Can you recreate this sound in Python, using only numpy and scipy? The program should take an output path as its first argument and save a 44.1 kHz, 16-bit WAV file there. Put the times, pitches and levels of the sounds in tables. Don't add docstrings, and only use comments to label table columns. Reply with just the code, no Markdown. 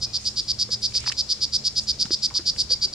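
import sys
import numpy as np
from scipy import signal
from scipy.fft import rfft, irfft, next_fast_len
from scipy.io import wavfile
from scipy.ndimage import uniform_filter1d

SR = 44100
rng = np.random.default_rng(int(sys.argv[2]) if len(sys.argv) > 2 else 0)


def level_to_linear(level):
    exponent = np.asarray(level, float) / 20
    return 10 ** exponent


def unload_audio(sound):
    columns = np.transpose(np.atleast_2d(sound))
    steps = np.round(np.clip(columns, -1, 1) * 32767)
    wavfile.write(sys.argv[1], SR, steps.astype(np.int16))


N = 129654


def evened(x):
    return x / np.sqrt(np.mean(x ** 2) + 1e-20)


def read(points, hz):
    f, value = np.transpose(points)
    return np.interp(np.log(hz + 1), np.log(f + 1), value)


def add(mix, s, sound):
    part = mix[..., max(round(s * SR), 0):][..., :sound.shape[-1]]
    part += sound[..., :part.shape[-1]]


def resonate(x, hz, width):
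    turn = np.exp(2j * np.pi * np.cumsum(hz * np.ones(x.shape[-1])) / SR)
    r = np.exp(-np.pi * width / SR)
    return 2 * (turn * signal.lfilter([1 - r], [1, -r], x / turn + 1e-18)).real


def causal(gain, size=512):
    log = np.log(np.maximum(np.r_[gain, gain[-2:0:-1]], 1e-5))
    return np.fft.ifft(np.exp(np.conj(signal.hilbert(log)))).real[:size]


def scatter(t60, start_s, size):
    taps = rng.standard_normal((2, size)) * (rng.random((2, size)) < .3)
    taps = taps * (np.arange(size) > start_s * SR)
    hz, t, z = signal.stft(taps, SR, nperseg=128)
    tail = signal.istft(z * level_to_linear(-60 * t / read(t60, hz)[:, None]), SR, nperseg=128)[1]
    return tail / np.linalg.norm(tail, axis=1, keepdims=True)


def air():
    # (frequency [Hz], level [dB per Hz])
    air_tone = [(30, -5), (75, 0.1), (160, -8), (500, -13.5), (1500, -26.5), (3500, -23), (7000, -24.5),
                (11000, -33.5)]
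    # (frequency [Hz], correlation [0-1])
    likeness = [(60, 0.97), (300, 0.94), (700, 0.67), (1500, 1), (5000, 0.12)]
    frames, hz = N // 256 + 5, np.fft.rfftfreq(1024, 1 / SR)
    a, b, c, d, patches = rng.standard_normal((frames, 513, 5)).T
    patches = evened(uniform_filter1d(uniform_filter1d(patches, 10, 0), 12, 1))
    same = np.clip(read(likeness, hz), -1, 1)[:, None]
    left = a + 1j * b
    right = same * left + np.sqrt(1 - same ** 2) * (c + 1j * d)
    z = np.array([left, right]) * level_to_linear(read(air_tone, hz)[:, None] + 1.7 * patches)
    return level_to_linear(-44.5) * evened(signal.istft(z, nperseg=1024, noverlap=768)[1][:, :N])


def wander(s):
    size = round(s * SR)
    return evened(uniform_filter1d(uniform_filter1d(rng.standard_normal(N), size), size))


def wavering(hz, width_hz, pace_s):
    swell = level_to_linear(2.6 * wander(pace_s) + 1.5)
    return swell * np.sqrt(2) * np.sin(2 * np.pi * np.cumsum(hz + width_hz * wander(pace_s)) / SR)


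def distance():
    # (frequency [Hz], width [Hz], level [dB])
    hums = [(72.2, 8.02, -54), (211, 2.6, -56)]
    # (time [s], frequency [Hz], level [dB])
    engine = [(0, 111.2, -40.5), (.3, 115.6, -51.5), (1.14, 117.9, -46), (1.3, 131.2, -53.5),
              (2.94, 130, -54.5)]
    # (time [s], frequency [Hz], level [dB])
    whistles = [
        [(.055, 2470, -62), (.1, 2458, -59), (.125, 2480, -63), (.27, 2544, -64.5)],
        [(2.7, 2080, -55), (2.735, 2060, -59)],
        [(2.745, 2110, -57), (2.785, 2150, -62)],
        [(2.8, 2230, -67), (2.845, 2260, -60), (2.865, 2180, -69.5)],
        [(2.875, 2160, -58.5), (2.94, 2390, -65)],
    ]
    t, out = np.arange(N) / SR, np.zeros(N)
    for hz, width_hz, db in hums:
        out += level_to_linear(db) * wavering(hz, width_hz, 0.075)
    for rows, width_hz, pace_s in [(engine, 3, .08)] + [(call, 14, .012) for call in whistles]:
        s, hz, db = np.transpose(rows)
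        level = level_to_linear(uniform_filter1d(np.interp(t, s, db, -110, -110), 600))
        out += level * wavering(np.interp(t, s, hz), width_hz, pace_s)
    return out


def insects():
    # (frequency [Hz], width [Hz], left level [dB], right level [dB])
    choruses = [(2306, 130, -66.5, -65.5), (4820, 1600, -42.5, -53), (7130, 750, -74, -52.5)]
    out = np.zeros((2, N))
    for hz, width_hz, left_db, right_db in choruses:
        throb = evened(uniform_filter1d(uniform_filter1d(rng.standard_normal(N), 2500), 2500))
        band = resonate(resonate(rng.standard_normal((2, N)), hz, width_hz), hz, width_hz)
        out += level_to_linear(np.array([[left_db], [right_db]]) + 2 * throb) * evened(band)
    return out


def knocks():
    # (time [s], peak level [dB], frequency [Hz], decay t60 [s])
    bumps = [
        (.69, -32.5, 484, 0.029),
        (.952, -38.5, 500, 0.032),
        (1.001, -33, 76, 0.09),
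        (2.052, -19, 178, 0.017),
        (2.106, -18.5, 344, 0.018),
        (2.393, -29, 340, 0.034),
        (2.561, -34, 72.3, 0.2),
        (2.707, -32, 499, 0.053),
        (2.85, -38, 386, 0.051),
    ]
    out, t = np.zeros((2, N)), np.arange(6000) / SR
    for s, db, hz, t60 in bumps:
        env = np.minimum(t * hz / 0.74, 1) * level_to_linear(db - 60 * t / (t60 * 1.47))
        ring = np.sin(2 * np.pi * hz * t) + 0.12 * np.sin(2 * np.pi * 1.3 * hz * t)
        add(out, s, env * ring * np.ones((2, 1)))
    return out


def snaps():
    # (time [s], peak level [dB], frequency [Hz], length [s], left minus right [dB])
    twigs = [(0.687, -43.5, 1300, 0.019, -4), (.8167, -41, 8800, 0.0046, -8),
             (0.922, -41, 2620, 0.0093, -8), (0.95, -35, 2480, .004, -6), (1.0005, -41, 5200, 0.0026, -1),
             (1.0022, -42, 2540, 0.0043, 4), (1.0045, -33.5, 6000, 0.0017, -16),
             (1.032, -40, 2700, 0.0029, 5), (1.0435, -32.5, 2500, 0.0025, 1),
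             (1.04, -41, 1060, 0.0039, -13), (1.044, -41, 6900, 0.0026, -11), (1.063, -34, 1620, 0.008, 7),
             (1.072, -35.5, 930, 0.021, -4), (1.076, -26.5, 2250, 0.0036, -5),
             (1.1014, -35.5, 920, 0.0092, -12), (1.098, -35, 2010, 0.0042, -2),
             (1.1176, -38.5, 7100, 0.0025, -19), (1.1185, -32.5, 2100, 0.0033, -20),
             (1.1212, -27, 2430, 0.011, 5), (1.1222, -28.5, 5840, 0.0047, -21),
             (1.129, -41, 2800, 0.0052, 0), (2.0551, -35.5, 1290, 0.0032, 0),
             (2.055, -34.5, 2800, 0.0069, -2), (2.063, -39.5, 950, .005, 1), (2.106, -36, 1640, 0.0037, -6),
             (2.306, -41, 1010, 0.042, -2), (2.302, -42, 2030, .012, -5), (2.359, -39, 960, 0.0051, -1),
             (2.384, -44.5, 1470, 0.059, -3), (2.563, -36, 2300, .004, -4), (2.703, -48, 1700, 0.023, -2)]
    out, t = np.zeros((2, N)), np.arange(2000) / SR
    luck = rng.standard_normal((len(twigs), 3, 2000))
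    for (s, db, hz, length, left_db), (shared, left, right) in zip(twigs, luck):
        u = t / length
        grit = np.array([shared + left, shared + right]) * np.minimum(u * 12, 1) * np.exp(-3.0 * u)
        grit[:, 0] = 2
        grit = resonate(resonate(grit, hz, 0.5 * hz), hz, hz)
        add(out, s, level_to_linear(db + np.array([[left_db], [-left_db]]) / 2) * grit / abs(grit).max() * 2.03)
    return out


def crackle():
    ticks = level_to_linear(1.8 * np.minimum(rng.exponential(1, (2, N)), 3)) * (rng.random((2, N)) < 150 / SR)
    return level_to_linear(-62) * evened(resonate(resonate(ticks, 1200, 920), 1200, 920))


def brushes():
    # (time [s], length [s], level [dB], frequency [Hz])
    drags = [
        (0.172, 0.17, -41, 6100),
        (0.279, 0.24, -48, 6960),
        (.68, 0.1, -52, 1520),
        (0.807, 0.031, -47, 8900),
        (0.851, 0.32, -45, 6940),
        (.9, 0.27, -44, 2500),
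        (1.783, 0.089, -41.5, 6300),
        (2.05, .025, -37, 5450),
        (2.541, 0.12, -42.5, 7340),
    ]
    out = np.zeros((2, N))
    for s, length, db, hz in drags:
        size = round(length * SR)
        luck = rng.random((3, 16000))[:, :size]
        sizes = level_to_linear(-4.0 * np.log(luck[:2] + 0.018)) * np.sign(luck[:2] % .01 - .005)
        ticks = sizes * (luck[2] < 4000 / SR)
        grit = evened(resonate(resonate(ticks, hz, .5 * hz), hz, .5 * hz))
        swell = np.sin(np.pi * np.arange(size) / size)
        add(out, s, level_to_linear(db + np.array([[-7], [0]])) * swell * grit)
    return out


def foliage(x):
    # (frequency [Hz], t60 [s])
    forest_t60 = [(3000, 0.43), (5000, 0.12), (7000, 0.49), (10000, 0.19)]
    t, u, wet = np.arange(N) / SR, np.arange(300) / SR, np.zeros((2, N))
    for k in range(3):
        near = rng.standard_normal((3, 300)) * level_to_linear(-60 * u / 0.008) * (u > 0.0018)
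        near = near[:2] + 0.48 * 2 * near[2]
        far = scatter(forest_t60, 0.0058, size=22050)
        paths = level_to_linear(-14.5) * (far + 2 * resonate(far, 5090, 420))
        paths[:, :300] += level_to_linear(-9) * near / np.linalg.norm(near, axis=1, keepdims=True)
        sway = np.sqrt(2 / 3) * np.cos(np.pi * (1.74 * t + k / 3))
        wet += signal.fftconvolve(x * sway, paths, axes=1)[:, :N]
    return x + wet


def vocal_sac():
    # (frequency [Hz], width [Hz], level [dB])
    sac_modes = [(3726, 295, -14), (4090, 580, -10.5), (4892, 397, 3.74), (5720, 490, -11.5),
                 (6550, 1030, -16.5)]
    # (frequency [Hz], width [Hz], level [dB])
    edge_modes = [(7510, 1180, -17), (8820, 990, -29.5)]
    hz = np.fft.rfftfreq(4096, 1 / SR)
    band = 1 / (1 + (2985 / (hz + 1)) ** 20) / (1 + (hz / 12200) ** 20)
    parts = []
    for modes, top_hz in ((sac_modes, 7600), (edge_modes[:1], SR), (edge_modes[1:], SR)):
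        power = sum((level_to_linear(db) / (1 + ((hz - f) / w) ** 2)) ** 2 for f, w, db in modes)
        parts.append(causal(band / (1 + (hz / top_hz) ** 8) * np.sqrt(power)))
    return signal.resample_poly(np.array(parts) / abs(parts[0]).max(), 8, 1, axis=1)


def camera_shade(x):
    # (frequency [Hz], left minus right [dB])
    shade = [(2500, -2), (3600, -4), (4200, -3), (4700, -1), (5200, .8), (5900, 0), (6500, -5), (7300, -13)]
    size = next_fast_len(2 * N)
    hz = np.fft.rfftfreq(size, 1 / SR)
    late = rfft(x, size) * level_to_linear(read(shade, hz)) * np.exp(-2j * np.pi * hz * .000028)
    return np.array([irfft(late)[:N], x])


def frog():
    # (time [s], length [s], clicks [count], level [dB], share where clicks are slowest [0-1])
    chirps = [(0.0155, 0.0373, 11, -12.4, 0.47), (0.1339, 0.0387, 12, -11.9, 0.44),
              (0.2505, 0.0386, 13, -11.8, 0.32), (0.3628, 0.04, 13, -11.5, 0.35),
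              (0.479, 0.0409, 13, -11.4, 0.33), (0.5887, 0.0447, 14, -10.4, 0.39),
              (0.7081, 0.0397, 12, -11.4, 0.46), (0.8231, 0.0431, 14, -10.4, 0.4),
              (0.9397, 0.0432, 14, -10.3, 0.32), (1.0598, 0.0378, 12, -10.9, 0.42),
              (1.1729, 0.0412, 13, -10.1, 0.42), (1.2904, 0.0412, 13, -10.0, 0.4),
              (1.4102, 0.0391, 13, -9.5, 0.31), (1.5261, 0.0422, 14, -9.4, 0.31),
              (1.6429, 0.0405, 13, -9.7, 0.35), (1.7585, 0.0377, 12, -9.6, 0.43),
              (1.875, 0.0396, 12, -10.4, 0.55), (1.9925, 0.0397, 13, -10.1, 0.35),
              (2.1094, 0.0391, 13, -9.1, 0.33), (2.2233, 0.0411, 13, -9.2, 0.48),
              (2.3441, 0.0395, 12, -9.5, 0.43), (2.4587, 0.0444, 14, -9.3, 0.44),
              (2.581, 0.0391, 12, -9.7, 0.42), (2.6979, 0.0415, 13, -9.6, 0.35),
              (2.8152, 0.0409, 13, -10.0, 0.43), (2.9327, 0.044, 13, -10.0, 0.45)]
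    leads = [4, 4.6, 4.5, 4.1, 5.1, 3.2, 3.1, 3.6, 3.9, 3.7, 4.4, 4.6, 3.9, 3, 4.1, 4.4, 3.7, 4.4, 4.3, 3.5,
             3.9, 3, 4.6, 4.6, 4.2, 3.9]
    pace = [(0.0, 1.01), (0.15, 0.97), (0.35, 0.99), (0.42, 1.04), (0.5, 1.23), (0.65, 1.16), (0.8, 0.98),
            (0.9, 0.81), (1.0, 0.52)]
    # (share of chirp [0-1], effort [dB])
    effort = [(0, -9.5), (.2, -3), (.4, -1.3), (.6, 0.13), (.8, -1.35), (.9, 0.3), (.96, -7), (1, -4)]
    # (time [s], level [dB])
    fullness = [(0, -17), (2.3, -5.5), (2.7, 11)]
    ring, edge, tip = vocal_sac()
    u = np.arange(len(ring)) / 8 / SR
    after = (1 - np.exp(-(u / 0.0024) ** 2)) * np.exp(-np.pi * 221 * u) * np.sin(2 * np.pi * 4896 * u)
    out, n = np.zeros(N), np.arange(-8, 440)
    luck = rng.standard_normal((len(chirps), 4, 20))
    for (start, length, clicks, level_db, turn), lead_ms, (a, b, c, d) in zip(chirps, leads, luck):
        k = round(clicks)
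        progress = np.interp((np.arange(k - 1) + .5) / (k - 1), [0, turn, 1], [0, .5, 1])
        gaps = np.interp(progress, *np.transpose(pace)) * (1 + .03 * a[:k - 1])
        share = np.r_[-lead_ms / 1000 / length, 0, np.cumsum(gaps) / gaps.sum(), 1 + 0.0021 / length]
        effort_db = np.interp(share, *np.transpose(effort), left=effort[0][1] - 3.6)
        effort_db = np.r_[effort_db[:-1], -11 + 3 * a[-1]] + .7 * b[:k + 2]
        pitch = 1 + 0.0049 * (share - .5) + .016 * c[:k + 2]
        bright_db = 1.3 * effort_db - 7 * np.clip(share, 0, 1) ** 4 + 2 * d[:k + 2]
        full_db = np.interp(start, *np.transpose(fullness))
        moments = (start + 0.000382 + share * length) * SR
        for s, db, p, b_db in zip(moments, effort_db, pitch, bright_db):
            click = ring * level_to_linear(.6 * min(db, 0) * u * 1000)
            click = click + level_to_linear(b_db) * (edge + level_to_linear(b_db) * tip)
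            click = click + level_to_linear(full_db + 0.5 * db) * after
            tuned = np.interp((n - s % 1) * p * 8, np.arange(len(click)), click, 0, 0)
            add(out, (int(s) - 8) / SR, level_to_linear(level_db + db) * tuned)
    return camera_shade(level_to_linear(2.5) * out)


def scene():
    near = foliage(frog()) + knocks() + snaps() + crackle() + brushes()
    return near + level_to_linear([[-2], [0]]) * (air() + distance()) + insects()


def band_limit(x):
    return signal.sosfilt(signal.butter(12, 15700, fs=SR, output="sos"), x)


def record(dry):
    dull = signal.sosfiltfilt(signal.butter(6, 10910, fs=SR, output="sos"), dry)
    hiss = level_to_linear(-61.5) * evened(signal.lfilter([1], [1, -.6], rng.standard_normal(dry.shape)))
    wide = signal.sosfilt(signal.butter(2, 22, "high", fs=SR, output="sos"), dull + hiss)
    mix = wide * np.minimum(np.arange(N)[::-1] / 50, 1)
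    return band_limit(mix)


dry = scene()
out = record(dry)
unload_audio(out)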